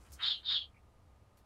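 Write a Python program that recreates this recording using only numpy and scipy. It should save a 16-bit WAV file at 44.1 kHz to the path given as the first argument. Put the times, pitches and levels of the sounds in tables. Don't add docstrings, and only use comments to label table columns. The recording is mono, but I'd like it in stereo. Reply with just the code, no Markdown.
import sys
import numpy as np
from scipy import signal
from scipy.fft import rfft, irfft
from scipy.io import wavfile
from scipy.ndimage import uniform_filter1d, map_coordinates

SR = 44100
rng = np.random.default_rng(int(sys.argv[2]) if len(sys.argv) > 2 else 0)


def transcribe(signal):
    frames = np.atleast_2d(signal).T
    limited = np.clip(frames, -1, 1)
    pcm = np.round(limited * 32767).astype(np.int16)
    wavfile.write(sys.argv[1], SR, pcm)


N = 63945
T = np.arange(N) / SR
BIN_HZ = np.maximum(np.fft.rfftfreq(N, 1 / SR), 1)

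# frequency in Hz, relative level in dB.
AIR_SPECTRUM = [(25, -12.5), (62, -8.5), (95, -4), (160, -17.5), (250, -21), (400, -21.5), (700, -22),
                (1270, -26.5), (1450, -32), (2700, -36), (3200, -38.5), (6300, -43.5), (10000, -45.5),
                (13000, -50.5), (15500, -61.5)]
RUMBLE_SPECTRUM = [(20, -4.5), (40, -17), (60, 8.5), (95, -3), (160, -16.5), (400, -20), (900, -50.5)]
OPENING_HISS_SPECTRUM = [(1200, -0.5), (3000, -11.5), (6000, -8), (9500, -8.5), (12500, -17),
                         (15500, -25.5)]
CLAW_SPECTRUM = [(2800, -26), (3800, -13.5), (4600, -0.5), (5800, 2.5), (8000, -1.5), (11000, -6),
                 (15500, -14)]
KNOCK_SPECTRUM = [(1000, -11.5), (3000, -5), (4800, -6), (9000, -4), (13000, 0.5), (16000, -5)]
# frequency in Hz, relative level in dB.
JET_SPECTRUM = [(1900, -33.5), (2600, -17), (2850, -14), (3150, 2.5), (3700, 1), (4300, 0.5), (4700, -8.5),
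                (5100, -23), (5700, -48.5), (6800, -32), (8000, -50), (12000, -67.5), (13500, -90)]
EDGE_SPECTRUM = [(3800, -31.5), (4600, -2), (5000, -1), (5400, -10), (5750, -21.5), (6150, -24.5),
                 (7000, -21.5), (7700, -29), (8300, -39), (12000, -51), (13500, -78.5)]
THROAT_SPECTRUM = [(450, -37.5), (750, -13), (1050, -4.5), (1450, 2), (1900, -1), (2400, -6), (3200, -1.5),
                   (4500, -55.5)]

# frequency in Hz, left-right likeness from 0 to 1.
AIR_LIKENESS = [(40, .65), (100, 0.74), (250, 0.13), (1000, .3), (4000, .05), (12000, .02)]
# frequency in Hz, left over right in dB.
AIR_PAN = [(40, -12), (100, -2), (250, 3.5), (1000, 1.5), (12000, 0)]
# time in seconds, level in dB.
RUMBLE_LEVELS = [(0, -57.5), (.17, -57.5), (.28, -73), (.7, -66), (1.45, -73)]
# frequency in Hz, level in dB, left over right in dB.
HUM_TONES = [(65, -71, -6.5), (216, -82, -5.5), (1226, -83, 4)]
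# time in seconds, hiss level in dB, swish level in dB.
OPENING_HISS_LEVELS = [(0, -67.5, -80), (.035, -64.5, -82), (.05, -69, -72.5), (.072, -68, -67),
                       (.10, -66.5, -86.5), (.19, -69.5, -68), (.30, -70.5, -94.5), (.42, -78, -100)]
# time in seconds, level in dB.
SCRAPE_LEVELS = [(.121, -73), (.129, -54), (.138, -49.5), (.145, -65.5), (.153, -83.5)]
# start in seconds, level in dB before the treble roll-off,
# seconds to die by 60 dB, roll-off corner in Hz, left over right in dB.
CAGE_KNOCKS = [(0.12, -47, 0.021, 15050, 4.5), (1.372, -59.5, 0.096, 7000, 1)]
# time in seconds, level in dB.
CHIRP_LEVELS = [(.741, -100), (.747, -56), (.754, -81), (.762, -70), (.769, -62), (.776, -70),
                (.788, -85.5), (.795, -93.5)]
# time in seconds, then relative whistle, jet and throat levels in dB.
FIRST_HISS_LEVELS = [(0.17, -91, -83.5, -84.5), (0.2, -61, -71, -47.5), (0.218, -42.5, -47.5, -44.5),
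                     (0.236, -30.5, -40.5, -46.5), (0.268, -38.5, -38, -48.5), (0.284, -28, -41.5, -49.5),
                     (0.296, -41.5, -41.5, -56), (0.308, -30, -41, -55), (0.33, -35, -42.5, -62),
                     (0.378, -54, -55, -79), (0.42, -77, -80.5, -73)]
SECOND_HISS_LEVELS = [(0.42, -65.5, -81, -85), (0.43, -72, -64.5, -69), (0.456, -43, -48.5, -67),
                      (0.476, -33, -42.5, -64), (0.512, -33.5, -39.5, -48), (0.546, -31.5, -41.5, -54.5),
                      (0.582, -30, -42.5, -62.5), (0.608, -62, -56.5, -83.5), (0.618, -33.5, -48, -67.5),
                      (0.63, -55.5, -55, -84.5), (0.642, -43, -67, -85), (0.698, -97, -103.5, -86),
                      (0.71, -99.5, -98, -77)]
# midpoint in seconds, final resonance in Hz.
BEAK_CLOSINGS = [(.322, 3176), (.557, 3252)]

ROOM_T60_S, ROOM_GAP_S, REFLECTIONS_DB = 0.1019, 0.0045, 2.5
CHIRP_START_HZ, CHIRP_RISE_HZ_PER_S = 2180, 8500
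OPEN_BEAK_HZ, CLOSING_S, UPPER_RESONANCE_RATIO = 3711, 0.018, 1.34
JET_BEND = 0.4
FULL_EFFORT_DB, EDGE_GROWTH = -38.5, 2


def from_db(db):
    return 10 ** (np.asarray(db) / 20)


def unit_rms(x):
    return x / np.sqrt(np.mean(x ** 2) + 1e-20)


def in_time(rows):
    times, *columns = np.transpose(rows)
    return [np.interp(T, times, column) for column in columns]


def during(rows):
    return (T >= rows[0][0]) & (T <= rows[-1][0])


def per_bin(rows):
    hz, values = np.transpose(rows)
    return np.interp(np.log(BIN_HZ), np.log(hz), values)


def noise(spectrum):
    return unit_rms(irfft(rfft(rng.standard_normal(N)) * from_db(per_bin(spectrum)), N))


def wide_noise(spectrum, likeness):
    common = noise(spectrum)
    separate = np.array([noise(spectrum), noise(spectrum)])
    return np.sqrt(likeness) * common + np.sqrt(1 - likeness) * separate


def drift(rate_hz):
    return unit_rms(irfft(rfft(rng.standard_normal(N)) / (1 + (BIN_HZ / rate_hz) ** 2), N))


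def pan(x, left_db):
    left, right = np.broadcast_to(x, (2, np.shape(x)[-1]))
    sides = np.array([from_db(left_db / 2) * left, from_db(-left_db / 2) * right])
    return sides / np.sqrt((from_db(left_db) + from_db(-left_db)) / 2)


def lag_right(x, lag_s=0.00023):
    return np.array([x[0], irfft(rfft(x[1]) * np.exp(-2j * np.pi * BIN_HZ * lag_s), N)])


def room(x, share):
    t = T[:N // 3]
    tail = rng.standard_normal((2, len(t))) * from_db(-60 * t / ROOM_T60_S) * (t > ROOM_GAP_S)
    tail /= np.sqrt(np.sum(tail ** 2, axis=1, keepdims=True))
    reflections = signal.fftconvolve(x, tail, axes=1)[:, :N]
    wet = share * from_db(REFLECTIONS_DB)
    return (x + wet * reflections) / np.sqrt(1 + wet ** 2)


def room_tone():
    likeness = per_bin(AIR_LIKENESS)
    mid = rfft(noise(AIR_SPECTRUM))
    side = rfft(noise(AIR_SPECTRUM)) * np.sqrt((1 - likeness) / (1.001 + likeness))
    air = irfft(pan([mid + side, mid - side], per_bin(AIR_PAN)), N)
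    rumble = noise(RUMBLE_SPECTRUM) * from_db(in_time(RUMBLE_LEVELS)[0])
    hum = np.zeros((2, N))
    for hz, level_db, left_db in HUM_TONES:
        tone = unit_rms(np.sin(2 * np.pi * (hz * T + rng.random())))
        hum += pan(from_db(level_db) * tone, left_db)
    return from_db(-65) * air + pan(rumble, left_db=-5) + hum


def opening_hiss():
    hiss_db, swish_db = in_time(OPENING_HISS_LEVELS)
    high_hiss = wide_noise(OPENING_HISS_SPECTRUM, likeness=0.15) * from_db(hiss_db + 3.7 * drift(120))
    swish = noise(THROAT_SPECTRUM) * from_db(swish_db)
    return pan(high_hiss + swish, left_db=5) * during(OPENING_HISS_LEVELS)


def cage():
    scrape = noise(CLAW_SPECTRUM) * from_db(in_time(SCRAPE_LEVELS)[0] + 1.5 * drift(300))
    wire = pan(scrape * during(SCRAPE_LEVELS), left_db=-4.5)
    for start_s, level_db, t60_s, corner_hz, left_db in CAGE_KNOCKS:
        decay = (T >= start_s) * from_db(level_db - 60 * np.abs(T - start_s) / t60_s)
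        roll_off = signal.butter(1, corner_hz, fs=SR)
        wire += pan(signal.lfilter(*roll_off, noise(KNOCK_SPECTRUM) * decay), left_db)
    return wire


def chirp():
    sounding = during(CHIRP_LEVELS)
    rising_hz = CHIRP_START_HZ + CHIRP_RISE_HZ_PER_S * (T - CHIRP_LEVELS[0][0]) * sounding
    wobbling_hz = rising_hz * (1 + 0.07 * drift(190))
    rasp = from_db(3.5 * drift(300))
    tone = unit_rms(np.sin(2 * np.pi * np.cumsum(wobbling_hz) / SR) * rasp)
    return pan(tone * from_db(in_time(CHIRP_LEVELS)[0]) * sounding, left_db=-4.5)


def resonance(hz, width_hz=150):
    wander = drift(width_hz) + 1j * drift(width_hz)
    wander /= np.sqrt(uniform_filter1d(np.abs(wander) ** 2, size=500))
    return unit_rms(np.real(wander * np.exp(2j * np.pi * np.cumsum(hz) / SR)))


def beak_whistle(beak_hz, level_db):
    resonances = resonance(beak_hz) + from_db(-18.5) * resonance(UPPER_RESONANCE_RATIO * beak_hz)
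    band = signal.butter(3, [2750, 5200], "band", fs=SR, output="sos")
    return pan(signal.sosfilt(band, from_db(level_db - 0.5) * resonances), left_db=-13.5)


def air_jet(beak_hz, level_db):
    positions = np.cumsum((beak_hz / OPEN_BEAK_HZ) ** JET_BEND)
    turbulence = wide_noise(JET_SPECTRUM, likeness=0.58)
    bent = np.array([map_coordinates(side, [positions], order=5, mode="wrap") for side in turbulence])
    jet = from_db(level_db + 5) * bent
    edge_db = FULL_EFFORT_DB + EDGE_GROWTH * (level_db - FULL_EFFORT_DB)
    edge = from_db(edge_db - 8.5) * noise(EDGE_SPECTRUM)
    return pan(jet, left_db=-3.5) + pan(edge, left_db=1.5)


def bird_hiss(levels, midpoint_s, closed_hz):
    whistle_db, jet_db, throat_db = in_time(levels)
    closing = (1 + np.tanh((T - midpoint_s) / CLOSING_S)) / 2
    beak_hz = OPEN_BEAK_HZ + (closed_hz - OPEN_BEAK_HZ) * closing
    jet = air_jet(beak_hz, jet_db)
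    throat = pan(from_db(throat_db + 2) * wide_noise(THROAT_SPECTRUM, likeness=0.9), left_db=1.5)
    whistle = beak_whistle(beak_hz, whistle_db)
    sputter = from_db(1.8 * drift(110)) * during(levels)
    return np.array([jet, whistle, throat]) * sputter


def scene():
    first = bird_hiss(FIRST_HISS_LEVELS, *BEAK_CLOSINGS[0])
    second = bird_hiss(SECOND_HISS_LEVELS, *BEAK_CLOSINGS[1])
    jets, whistles, throats = first + second
    bright = room(lag_right(jets) + chirp() + cage(), share=1)
    beamed = room(lag_right(whistles), share=0.5)
    soft = room(throats + opening_hiss(), share=0.68)
    return bright + beamed + soft + room_tone()


def record(dry):
    return signal.sosfilt(signal.ellip(12, 0.1, 80, 15750, fs=SR, output="sos"), dry)


dry = scene()
out = record(dry)
transcribe(out)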